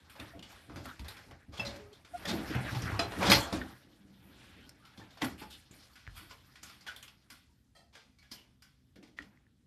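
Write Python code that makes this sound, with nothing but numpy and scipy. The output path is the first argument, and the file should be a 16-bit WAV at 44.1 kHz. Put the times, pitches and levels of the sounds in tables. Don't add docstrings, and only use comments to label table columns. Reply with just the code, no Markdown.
import sys
import numpy as np
from scipy import signal
from scipy.fft import rfft, irfft, next_fast_len
from scipy.io import wavfile

SR = 44100
rng = np.random.default_rng(int(sys.argv[2]) if len(sys.argv) > 2 else 0)


def inscribe(sig):
    pcm = np.round(np.clip(np.atleast_2d(sig).T, -1, 1) * 32767)
    wavfile.write(sys.argv[1], SR, pcm.astype(np.int16))


def voltage_ratio(level):
    return 10 ** (np.asarray(level, float) / 20)


N = 426006


def rms_one(x):
    return x / np.sqrt(np.mean(x ** 2) + 1e-20)


def in_time(rows):
    s, *columns = np.transpose(rows)
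    return [np.interp(np.arange(N) / SR, s, c) for c in columns]


def every_sample(coarse):
    return np.interp(np.arange(N) / 40, np.arange(len(coarse)), coarse)


def drift(rate):
    r = np.exp(-80 * np.pi * rate / SR)
    noise = rng.standard_normal(N // 40 + 2002)
    slow = signal.lfilter([1], [1, -2 * r, r * r], noise)[2000:]
    return every_sample(rms_one(slow))


def band(x, low_hz, high_hz):
    return signal.sosfilt(signal.butter(2, [low_hz, min(high_hz, SR / 2.2)], "band", fs=SR, output="sos"), x)


def resonance(x, hz, width_hz):
    r = np.exp(-np.pi * max(width_hz, 3) / SR)
    poles = [1, -2 * r * np.cos(2 * np.pi * hz / SR), r * r]
    return signal.lfilter([(1 - r * r) / 2, 0, (r * r - 1) / 2], poles, x)


def body(x, modes, lift_db):
    top = max(db for hz, width, db in modes)
    return x + sum(voltage_ratio(db - top + lift_db) * resonance(x, hz, width) for hz, width, db in modes)


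def coloured(sources, spectrum, patchy_db):
    hz, level_db = np.transpose(spectrum)
    edges = 22 * 2 ** np.arange(0, 9.6, .5)
    bands = np.zeros((19, N))
    for k, (low, high) in enumerate(zip(edges, edges[1:])):
        if hz[0] < high and low < hz[-1]:
            at = np.interp(np.log(low * high) / 2, np.log(hz), level_db)
            bands[k] = voltage_ratio(at + patchy_db * drift(11)) * band(sources[k % 2], low, high)
    return bands


def grains(size, share, spread_db):
    draw = rng.random((3,) + size)
    sizes = voltage_ratio(spread_db * np.minimum(-np.log(draw[0] + 1e-9), 5))
    return rms_one(sizes * (draw[1] < share) * np.sign(draw[2] - .5))


# frequency in Hz, level in dB per Hz.
AIR_COLOUR = [(15, -37), (25, -8), (63, 12), (129, -0.5), (177, -2), (271, -4.5), (569, -23.5), (1600, -29),
              (11000, -30.5), (12900, -26), (14000, -45.5)]
# frequency in Hz, width in Hz, level in dB.
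ROOM_HUM = [(133, 13, -2), (200, 18, -5), (253, 25, -3)]


def kitchen_air():
    air = coloured(rng.standard_normal((2, N)), AIR_COLOUR, patchy_db=2.0).sum(axis=0)
    return voltage_ratio(-68) * rms_one(body(air, ROOM_HUM, lift_db=5.5))


def swells(steady_db, s, peak_db, t60, rise):
    late = np.arange(0, N, 40) / SR - s[:, None]
    events_db = peak_db[:, None] - 60 * np.maximum(late, -late / rise) / np.maximum(t60, .05)[:, None]
    return voltage_ratio(2 * np.vstack([steady_db[::40], events_db]))


# time in seconds, level in dB.
EFFORT_CURVE = [(0, -68), (1.25, -67), (1.43, -83), (1.7, -58.5), (2.04, -73), (2.28, -46.5), (2.9, -47),
                (3.09, -52), (3.3, -34.5), (3.5, -63.5), (3.85, -74), (4.22, -69.5), (4.4, -61.5),
                (4.76, -69), (5.68, -73.5), (7.1, -74.5), (7.64, -87), (9.66, -88.5)]
# peak in seconds, rattle in dB, brightness in dB, settling t60 in seconds.
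LOAD_SHAKES = [(0.199, -50, -6.5, 0.64), (0.501, -55.5, -3.5, 0.87), (.85, -57, 1.5, 0.8),
               (1.06, -58, -5, 1.7), (1.6, -45, -11.5, 0.68), (1.76, -53.5, -1, 0.16),
               (2.55, -39, -16.5, 0.3), (2.88, -45.5, -11.5, 1.5), (3.311, -27.5, 5, 0.35),
               (3.531, -47.5, -2, 0.86), (4.978, -63.5, -5.5, 2.6), (5.221, -36.5, -3, 0.33),
               (5.508, -60.5, 10, 0.5), (5.738, -62, 4.5, 1.07), (6.161, -66, 3, 3.4),
               (6.635, -63.5, 12.5, 0.52), (6.873, -51.5, -7, 0.48), (7.307, -73, 17, 0.56),
               (8.32, -78.5, 32.5, 0.56), (9.24, -65, -7.5, 0.68)]
# peak in seconds, panel level in dB, thud level in dB.
RAIL_JOLTS = [(.197, -51.5, -49), (0.351, -49, -54), (.69, -51, -45), (0.759, -46, -46), (.85, -56, -68),
              (1.0, -53.5, -44), (1.27, -56.5, -52), (1.485, -56, -51), (1.59, -48, -42), (1.67, -47, -42),
              (1.75, -52, -56), (2.276, -37.5, -47), (2.33, -33.5, -51), (2.5, -38.5, -52),
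              (2.549, -39.5, -40.5), (2.72, -43, -45), (2.83, -42, -40), (2.919, -47, -44),
              (2.991, -40.5, -39), (3.18, -35.5, -42), (3.3, -29.5, -32), (3.527, -33, -41),
              (4.98, -52.5, -54), (5.226, -38, -44), (5.42, -53.5, -57), (5.71, -57.5, -57),
              (6.07, -71.5, -50.5), (7.305, -69.5, -70.5), (8.32, -60.5, -62), (9.19, -54, -59.5)]
# peak in seconds, panel level in dB, thud level in dB.
LEANS = [
    (3.849, -61, -72),
    (4.049, -62.5, -71),
    (4.251, -61, -78.5),
    (4.569, -58.5, -72),
    (6.2, -64, -60.5),
    (6.63, -63.5, -69),
    (8.96, -57, -74),
]


def motion():
    jolt_t60_s, lean_t60_s, thud_longer = 0.46, 0.96, 1.3
    shake_rise, jolt_rise = 0.098, 0.03
    effort_db, = in_time(EFFORT_CURVE)
    s, peak_db, bright_db, t60 = np.transpose(LOAD_SHAKES)
    shaken = swells(effort_db, s, peak_db, t60, shake_rise)
    steady_bright = -3 - 0.23 * (effort_db[::40] + 61.5)
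    bright = (shaken[0] * steady_bright + bright_db @ shaken[1:]) / shaken.sum(axis=0)
    s, panel_db, thud_db = np.transpose(RAIL_JOLTS + LEANS)
    t60 = np.repeat([jolt_t60_s, lean_t60_s], [len(RAIL_JOLTS), len(LEANS)])
    panel = swells(-59.5 + (effort_db + 56.5), s, panel_db, t60, jolt_rise)
    thud = swells(-60 + 0.86 * (effort_db + 60), s, thud_db, thud_longer * t60, jolt_rise)
    rattle_db, panel_db, thud_db = (every_sample(10 * np.log10(p.sum(axis=0))) for p in (shaken, panel, thud))
    return rattle_db, every_sample(bright), panel_db, thud_db


# frequency in Hz, level in dB per Hz.
RATTLE_COLOUR = [(210, -35.5), (350, -5.5), (769, -4), (969, -9), (1130, -4.5), (1770, -1), (3040, -13.5),
                 (4900, -19.5), (7440, -28), (14000, -25.5)]


def wires():
    contacts = grains((N,), 0.079, spread_db=3.0)
    hz, level_db = np.transpose(RATTLE_COLOUR)
    pitches = np.geomspace(520, 6500, 30) * voltage_ratio(rng.normal(0, .2, 30))
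    dealt = rng.integers(0, 30, N)
    out = np.zeros(N)
    for k, pitch in enumerate(pitches):
        level = voltage_ratio(np.interp(np.log(pitch), np.log(hz), level_db))
        out += level * resonance(contacts * (dealt == k) + 1e-18, pitch, pitch / 35)
    return rms_one(out)


# frequency in Hz, width in Hz, level in dB.
RACK_MODES = [(828, 110, 13), (1173, 71, 2.5), (1483, 25, -0.5), (2000, 55, -5), (2130, 34, -11),
              (3250, 620, 3.5), (4140, 140, -14.5), (4400, 20, -2), (4660, 40, -13.5), (4830, 30, -14.5),
              (5300, 170, -18)]


def rattle(level_db, bright_db):
    bands = coloured(grains((2, N), .07, spread_db=0.0), RATTLE_COLOUR, patchy_db=3.5)
    bands /= np.std(bands[:13].sum(axis=0))
    chatter = voltage_ratio(-0.3 * bright_db) * bands[:11].sum(axis=0) + bands[11] + bands[12]
    dull = body(chatter, RACK_MODES, lift_db=-0.5) + voltage_ratio(-3.0) * wires()
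    tilt_db = bright_db + 11.0
    bright = voltage_ratio(0.028 * tilt_db) * bands[13] + voltage_ratio(0.88 * tilt_db) * bands[14]
    bright += voltage_ratio(tilt_db) * bands[15:].sum(axis=0)
    return voltage_ratio(level_db - 3.5) * (dull + bright)


# frequency in Hz, level in dB per Hz.
RUMBLE_COLOUR = [(82, -38), (140, -11.5), (183, 1), (242, -14), (324, -1), (375, -14.5), (600, -13.5),
                 (780, -38), (1320, -120)]
# frequency in Hz, width in Hz, level in dB.
TUB_MODES = [(188, 30, -1), (265, 120, -5), (301, 3.4, -1)]
# frequency in Hz, level in dB per Hz.
THUD_COLOUR = [(15, -54), (25, -20.5), (67, 8.5), (113, -6), (146, -14), (170, -1.5), (220, -32),
               (370, -120)]
# frequency in Hz, width in Hz, level in dB.
CABINET_MODES = [(120, 25, 0)]


def rumble(panel_db, thud_db):
    noise = rng.standard_normal((2, N))
    panels = rms_one(body(coloured(noise, RUMBLE_COLOUR, patchy_db=1.5).sum(axis=0), TUB_MODES, lift_db=4.0))
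    thuds = rms_one(body(coloured(noise, THUD_COLOUR, patchy_db=2.0).sum(axis=0), CABINET_MODES, lift_db=3.0))
    return voltage_ratio(panel_db) * panels + voltage_ratio(thud_db - 0.5) * thuds


def cutlery(x):
    pitches = np.geomspace(2300, 13000, 40) * voltage_ratio(rng.normal(0, .15, 40))
    return sum(resonance(x, p, p / 120) for p in pitches)


def knocks(rows, high_db, rise_s=0.0025):
    out, t = np.zeros(N + SR), np.arange(SR // 3) / SR
    clatters = grains((len(rows), len(t)), 0.19, spread_db=0.5)
    struck_db = rng.normal(0, 1, (len(rows), len(RACK_MODES)))
    for (s, peak_db, hz, low_db, t60), clatter, own_db in zip(rows, clatters, struck_db):
        crack = voltage_ratio(2.0) * voltage_ratio(-60 * t / 0.022)
        blow = clatter * (crack + voltage_ratio(-60 * t / max(t60, .01))) * np.minimum(t / rise_s, 1)
        mid = band(blow, 1100, 4300) + voltage_ratio(10.0) * resonance(blow * voltage_ratio(-60 * t / 0.24), hz, hz / 7)
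        for (wire_hz, _, _), db in zip(RACK_MODES, own_db):
            thin_db = (wire_hz < 1000) * min(low_db + 19, 0)
            mid += voltage_ratio(-2.5 + 3.1 * db + thin_db) * resonance(blow, wire_hz, 53)
        low = voltage_ratio(low_db + 8.0) * band(blow, 350, 1500)
        high = voltage_ratio(high_db - 4.0) * band(blow * voltage_ratio(-60 * t / 1.2), 4300, 14500)
        at = round(s * SR)
        out[at:at + len(t)] += voltage_ratio(peak_db - 11.0) * (mid + low + high)
    return out[:N]


# start in seconds, peak in dB, ringing in Hz, low share in dB, clatter t60 in seconds.
STEEL_HITS = [(0.0955, -43, 1540, -23, 0.78), (0.854, -35, 1280, 1, 0.077),
              (1.0807, -35.5, 3850, -30, 0.38), (2.5485, -39, 2480, -1, 0.1),
              (4.6915, -38.5, 5200, -29, 0.022), (5.2444, -27.5, 1370, -10, 0.095),
              (5.5052, -67, 3560, -25, 0.14), (6.629, -43, 1420, -41, 1), (6.961, -40, 3400, -18, 0.27),
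              (7.0255, -41, 3000, -34, 0.4), (7.3005, -40.5, 1470, -21.5, 0.43),
              (8.6205, -51.5, 1500, -35, 0.45)]


def steel_knocks():
    return knocks(STEEL_HITS, high_db=-1.5)


def kitchen(x):
    t60_s, wall_cut_hz = 0.33, 2000
    size = next_fast_len(N + SR)
    w = 2 * np.pi * np.arange(size // 2 + 1) / size
    dull = 1 / (1 + 1j * w * SR / (2 * np.pi * wall_cut_hz))
    echoes = 0
    for k, lag in enumerate((rng.uniform(.008, .03, 8) * SR).astype(int)):
        loop = voltage_ratio(-60 * lag / SR / t60_s) * dull * np.exp(-1j * w * lag)
        echoes = echoes + (-1) ** k * loop / (1 - loop)
    return irfft(rfft(x, size) * echoes, size)[:N]


# start in seconds, peak in dB, ringing in Hz, low share in dB, clatter t60 in seconds.
PLASTIC_SCUFFS = [(0.1525, -32.5, 1230, 8.5, 0.074), (1.52, -36.5, 1094, -0.5, 0.75),
                  (1.572, -21, 3240, -18, 0.058), (1.6486, -20.5, 3870, -22, 0.09),
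                  (2.2721, -17.5, 3630, -5, 0.28), (3.2001, -29, 1950, 14.5, 0.97),
                  (3.2498, -14, 3350, -3, 0.34), (5.414, -25.5, 1830, 4.5, 0.081),
                  (6.2941, -32, 1395, -38, 0.18), (7.925, -40, 984, -9, 0.28),
                  (9.1657, -41, 1880, -27.5, 0.31)]
# start in seconds, peak in dB, ringing in Hz, low share in dB, clatter t60 in seconds.
METAL_SCUFFS = [
    (5.3765, -35.5, 2620, -24, 0.48),
    (6.1528, -32.5, 1410, -34, 0.44),
]


def scuffs():
    plastic = knocks(PLASTIC_SCUFFS, high_db=-20.5, rise_s=0.025)
    return plastic + knocks(METAL_SCUFFS, high_db=-1.5, rise_s=0.025)


# start in seconds, peak in dB, ringing in Hz, low share in dB, clatter t60 in seconds.
PLASTIC_HITS = [(0.1975, -34, 2560, -27, 0.044), (0.4246, -40.5, 2900, -7, 0.45),
                (0.6953, -57, 1080, 17.5, 0.47), (1.5946, -41, 5000, 11.5, 0.15),
                (1.6708, -35.5, 3640, -3, 0.52), (2.047, -44.5, 1340, -9, 0.31),
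                (2.8186, -34.5, 5300, -19, 0.2), (2.992, -22.5, 2400, 5, 0.23),
                (3.1188, -50, 1580, 21.5, 0.4), (3.5257, -30, 3700, 6, 0.28), (4.9741, -45, 3500, -6, 0.32),
                (5.2178, -24, 3340, 0, 0.057), (5.7103, -55, 1410, -8, 0.25),
                (6.3088, -39, 1010, -6.5, 0.15), (6.555, -45.5, 1880, -30, 0.35),
                (7.0778, -43.5, 2660, -20, 0.21), (7.9517, -42, 1590, -7, 0.51),
                (9.0269, -48, 1960, -5, 0.35), (9.2209, -45.5, 2840, -10, 0.08)]


def plastic_knocks():
    return knocks(PLASTIC_HITS, high_db=-22.5)


def free_rings(rows, rise_cycles, flutter):
    out, t = np.zeros(N + SR), np.arange(SR // 2) / SR
    for (s, peak_db, hz, t60), draw in zip(rows, rng.standard_normal((len(rows), 2, 200))):
        step = t * max(hz, 1500) / 22
        depth = flutter * np.minimum(step / 2, 1)
        along, across = (depth * np.interp(step, np.arange(200), d) for d in draw)
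        phase = 2 * np.pi * hz * t
        ring = ((1 + along) * np.sin(phase) + across * np.cos(phase)) / np.sqrt(1 + flutter ** 2)
        at = round(s * SR)
        out[at:at + len(t)] += voltage_ratio(peak_db - 60 * t / max(t60, .01)) * (1 - np.exp(-t * hz / rise_cycles)) * ring
    return out[:N]


# start in seconds, peak in dB, pitch in Hz, t60 in seconds.
DISH_PINGS = [(.198, -50, 2790, 0.064), (.198, -46, 3560, 0.06), (.305, -48.5, 1860, .1),
              (.335, -43, 673, 0.063), (1.594, -38, 3340, 0.045), (1.085, -40.5, 833, 0.056),
              (1.596, -31.5, 2666, .09), (1.596, -40, 553, 0.13), (1.597, -46, 5160, 0.14),
              (1.634, -40, 2640, 0.054), (1.6645, -40, 4070, 0.12), (1.575, -42, 3250, 0.04),
              (1.6645, -43, 5670, 0.066), (1.6645, -49, 4860, 0.16), (2.549, -33, 479, 0.08),
              (2.866, -35.5, 1280, 0.16), (2.992, -17.5, 687, 0.046), (2.992, -33, 1280, .11),
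              (2.992, -28, 1830, 0.066), (2.992, -37, 4050, 0.19), (2.992, -25, 5000, 0.029),
              (3.322, -16, 860, 0.066), (3.315, -31, 1740, 0.14), (3.315, -25.5, 1606, 0.12),
              (3.315, -20, 2020, 0.1), (3.315, -25, 3280, 0.13), (3.315, -31, 4280, 0.31),
              (3.315, -30.5, 4950, .16), (9.0272, -46, 2600, 0.012), (3.616, -33, 1500, 0.048),
              (5.005, -51.5, 877, 0.14), (5.015, -46, 1770, 0.047), (5.22, -32.5, 877, 0.08),
              (5.22, -34.5, 582, 0.12), (5.22, -30, 1980, 0.066), (5.245, -40, 1960, .06),
              (5.22, -42, 3250, 0.19), (5.245, -47, 5700, 0.053), (5.415, -45.5, 854, 0.14),
              (6.632, -45, 4900, 0.039), (6.87, -44.5, 3330, 0.095), (7.08, -58, 880, 0.04),
              (7.302, -53, 4770, 0.065), (7.305, -55, 2055, 0.11), (7.315, -55, 1485, 0.18),
              (8.316, -48, 5090, 0.09), (8.625, -61, 1520, 0.22), (9.188, -36.5, 1443, .02)]


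def pings():
    return free_rings(DISH_PINGS, rise_cycles=1.2, flutter=1.3)


# start in seconds, peak in dB, ringing in Hz, low share in dB, clatter t60 in seconds.
WIRE_HITS = [(0.3915, -42.5, 2860, -1, 0.067), (0.7582, -37.5, 1530, -0.5, 0.43),
             (0.9925, -35, 940, -32, 0.13), (1.045, -44.5, 3280, 3, 0.46), (1.1655, -39.5, 1110, -9, 0.28),
             (1.3094, -47.5, 1930, 9, 0.15), (1.928, -47.5, 3460, -4, 0.49), (2.252, -26.5, 1830, -3, 0.14),
             (2.7242, -41, 4030, -26, 0.22), (2.7473, -31.5, 1120, -3, 0.46),
             (3.2981, -14, 4000, -3.5, 0.26), (3.3165, -5.5, 2000, -21, 0.11),
             (4.8498, -46, 1430, -23.5, 0.54), (6.8649, -36, 1730, -32, 0.28),
             (6.8748, -36.5, 3040, -32, 0.41), (8.1848, -55.5, 4260, -27, 1),
             (8.225, -52.5, 1690, -13, 0.72), (8.3138, -44, 1710, -4.5, 0.55),
             (8.957, -48.5, 1720, -12.5, 0.21)]


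def wire_knocks():
    return knocks(WIRE_HITS, high_db=-13)


def squeak(rows, second_db, rough):
    hz, level_db = in_time(rows)
    t = np.arange(N) / SR
    phase = 2 * np.pi * np.cumsum(hz * (1 + 0.0292 * rough * drift(26.3))) / SR
    fade = np.clip(np.minimum(t - rows[0][0], rows[-1][0] - t) / 0.0187, 0, 1)
    level = fade * voltage_ratio(level_db + 7.0 + 7.8 * rough * drift(40))
    return level * (np.sin(phase) + voltage_ratio(second_db) * np.sin(2 * phase))


# time in seconds, pitch in Hz, level in dB.
SLIP_GLIDES = [
    [(0.85, 1250, -52), (0.865, 1300, -48), (0.91, 1400, -44), (0.97, 1750, -66)],
    [(2.855, 1326, -44), (2.89, 1305, -42), (2.94, 1340, -41)],
]


def rail_slips():
    slips = sum(squeak(slip, second_db=-30, rough=.3) for slip in SLIP_GLIDES)
    return slips * voltage_ratio(-7.5) * drift(250)


# start in seconds, peak in dB, pitch in Hz, t60 in seconds.
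CABINET_BOOMS = [(1.484, -46, 238, 0.05), (1.668, -35.5, 215, 0.13), (2.31, -28, 198, 0.079),
                 (2.345, -28, 201, 0.089), (2.55, -26, 128, 0.28), (2.55, -27.5, 194, 0.16),
                 (2.55, -53, 326, 0.24), (2.722, -32, 123, .2), (2.76, -26.5, 120, 0.21),
                 (2.925, -25.5, 102.4, 0.23), (3.19, -31, 188, 0.17), (3.285, -19.5, 183, 0.24),
                 (3.32, -27, 127, 0.16), (3.32, -27.5, 322, 0.21), (3.527, -34.5, 194, 0.094),
                 (3.545, -38, 322, 0.16), (5.22, -34, 297.4, 0.22), (6.072, -37, 111.7, 0.06),
                 (6.17, -42, 84, 0.13), (6.23, -44, 78, .15), (6.3, -48, 90, 0.11),
                 (7.318, -56.5, 241.5, 0.11), (8.315, -49.5, 232, 0.12), (8.958, -51, 300, .08),
                 (9.028, -48, 299.4, 0.095), (9.19, -50.5, 296, .2), (4.0, -55, 195.7, 1.5),
                 (4.2, -59, 187, 1), (5.245, -34, 265, 0.19), (6.075, -45, 45.6, 0.6),
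                 (3.3, -23, 183.3, 0.18), (.87, -42.5, 253, 0.12)]


def booms():
    return free_rings(CABINET_BOOMS, rise_cycles=0.49, flutter=.4)


# start in seconds, level in dB, pitch in Hz, t60 in seconds.
CHATTER_NOTES = [
    (1.596, -45, 2510, 0.07),
    (1.595, -44, 574, 0.57),
    (1.665, -55, 4130, 0.25),
    (3.33, -34.5, 4230, 0.25),
    (4.82, -63, 1340, 0.4),
    (5.225, -36, 820, 0.11),
    (6.88, -41.5, 1504, 0.15),
    (8.359, -61, 2930, 0.3),
    (3.41, -44, 3240, 0.25),
]


def rings():
    out, t = np.zeros(N + SR), np.arange(SR // 2) / SR
    chatters = grains((len(CHATTER_NOTES), len(t)), .02, spread_db=3.0)
    for (s, level_db, hz, t60), chatter in zip(CHATTER_NOTES, chatters):
        note = rms_one(resonance(resonance(chatter, hz, hz / 9), hz, hz / 6))
        at = round(s * SR)
        out[at:at + len(t)] += voltage_ratio(level_db - 60 * t / t60) * np.minimum(t / 0.0046, 1) * note
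    return out[:N]


# time in seconds, pitch in Hz, level in dB.
LOW_SQUEAK = [
    (1.78, 454.4, -78),
    (1.802, 417, -56.5),
    (1.914, 412, -67),
    (1.95, 406, -62),
]
# time in seconds, pitch in Hz, level in dB.
HIGH_SQUEAK = [
    (2.125, 705, -86),
    (2.139, 695, -46),
    (2.155, 714, -40),
    (2.185, 687, -65),
]


def roller_squeaks():
    return squeak(LOW_SQUEAK, second_db=-28, rough=.4) + squeak(HIGH_SQUEAK, second_db=-18, rough=.15)


# start in seconds, peak in dB, ringing in Hz, low share in dB, clatter t60 in seconds.
STRAY_HITS = [(2.5, -36, 1500, -3, 0.33), (2.6698, -46, 1800, -18, 0.12), (3.2275, -24, 2097, -11, 0.31),
              (4.995, -50.5, 3400, 9.5, 0.25), (5.105, -51.5, 3600, -25, 0.93),
              (5.171, -45.5, 1550, 3, 0.4), (5.624, -53.5, 1730, -18.5, .15), (5.71, -60, 3000, -22, 0.23),
              (5.93, -58, 4500, -24, 0.3), (5.955, -44, 1550, -25, 0.9), (6.695, -40.5, 1294, -16.5, 0.33),
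              (6.808, -49, 4570, -24, 0.51), (9.074, -54.5, 1816, -4, 0.23), (6.629, -40, 6500, -26, 0.43),
              (7.0255, -44, 6530, -32.5, 0.19), (7.3005, -45, 4900, -30.5, 0.42),
              (8.3138, -41, 4720, -30, 0.42), (8.6205, -50, 4940, -30.5, 0.52),
              (3.119, -37.5, 1500, 2, 0.091), (5.71, -52, 7050, -30, 0.54)]


def stray_knocks():
    return knocks(STRAY_HITS, high_db=-13)


# start in seconds, peak in dB, pitch in Hz, t60 in seconds.
PLASTIC_NOTES = [(2.549, -35, 730, 0.06), (2.995, -33.5, 398, 0.19), (3.3, -29, 565, 0.13),
                 (3.315, -16.5, 1157, 0.07), (3.527, -36, 635, 0.077), (4.64, -57, 1490, 0.15),
                 (4.8, -60, 1200, 0.1), (6.31, -45, 1036, 0.094), (7.493, -69, 945, 0.1),
                 (8.183, -70, 2250, 0.5), (8.235, -66, 1660, .25), (8.961, -56.5, 480, 0.1)]


def tray_notes():
    return free_rings(PLASTIC_NOTES, rise_cycles=1.2, flutter=1.3)


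# start in seconds, peak in dB, pitch in Hz, t60 in seconds.
DRY_TICKS = [
    (3.615, -31.5, 1810, 0.03),
    (4.6927, -48.5, 5460, 0.016),
    (6.0678, -36, 2100, 0.0045),
    (6.0763, -31, 1710, 0.0066),
    (9.188, -27, 1890, 0.017),
    (9.374, -56, 2000, 0.013),
    (9.4668, -59.5, 1780, 0.015),
]


def ticks():
    out, t = np.zeros(N + SR), np.arange(SR // 5) / SR
    for s, peak_db, hz, t60 in DRY_TICKS:
        ring = voltage_ratio(-60 * t / max(t60, .005)) * np.minimum(t / 0.00017, 1) * np.sin(2 * np.pi * hz * t)
        click = voltage_ratio(-23.0) * voltage_ratio(-60 * t / 0.0021) * rng.standard_normal(len(t))
        at = round(s * SR)
        out[at:at + len(t)] += voltage_ratio(peak_db) * (ring + click)
    return out[:N]


def rub():
    start_s, end_s, level_db, hz = 4.26, 4.72, -67, 4200
    swell = np.sin(np.pi * np.clip((np.arange(N) / SR - start_s) / (end_s - start_s), 0, 1))
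    return voltage_ratio(level_db) * swell * rms_one(band(rng.standard_normal(N), hz / 1.8, hz * 0.91))


# frequency in Hz, width in Hz, level in dB.
SPOON_MODES = [(665, 124, 0), (1280, 18, 0), (1830, 62, -1), (2660, 20, -10), (3180, 46, -4),
               (4050, 35, -4), (4500, 58, -5.5), (4940, 35, -7), (5370, 22, -14), (6000, 36, -17),
               (7140, 40, -19.5), (8300, 38, -11.5)]
# time in seconds, level in dB.
SPOON_BUZZ = [
    (7.75, -67),
    (7.768, -60),
    (7.852, -74),
    (7.92, -90),
]


def spoon():
    t = np.arange(N) / SR
    chatter = grains((N,), 0.085, spread_db=-1.5)
    modes = rms_one(sum(voltage_ratio(db) * resonance(chatter, hz, 1.1 * width) for hz, width, db in SPOON_MODES))
    touching = (t > SPOON_BUZZ[0][0]) * (t < SPOON_BUZZ[-1][0])
    return touching * voltage_ratio(in_time(SPOON_BUZZ)[0]) * modes


def scene():
    rattle_db, bright_db, panel_db, thud_db = motion()
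    moving = rattle(rattle_db, bright_db) + rumble(panel_db, thud_db)
    moving += rail_slips() + booms() + roller_squeaks() + rub()
    struck = steel_knocks() + scuffs() + plastic_knocks() + wire_knocks() + stray_knocks()
    struck += pings() + rings() + tray_notes() + spoon()
    dry_ticks = ticks()
    room = voltage_ratio(-11.5) * kitchen(struck + voltage_ratio(-4.0) * dry_ticks)
    struck += voltage_ratio(-0.5) * cutlery(struck + voltage_ratio(-4.0) * moving)
    return (struck + dry_ticks + room + moving + kitchen_air())[None]


def roll_off(x):
    return signal.sosfilt(signal.butter(12, 14570, fs=SR, output="sos"), x)


def record(dry):
    thin = signal.sosfilt(signal.butter(2, 42.2, "high", fs=SR, output="sos"), dry)
    mix = signal.sosfilt(signal.cheby2(12, 70, 15050, fs=SR, output="sos"), thin)
    return roll_off(mix)


dry = scene()
out = record(dry)
inscribe(out)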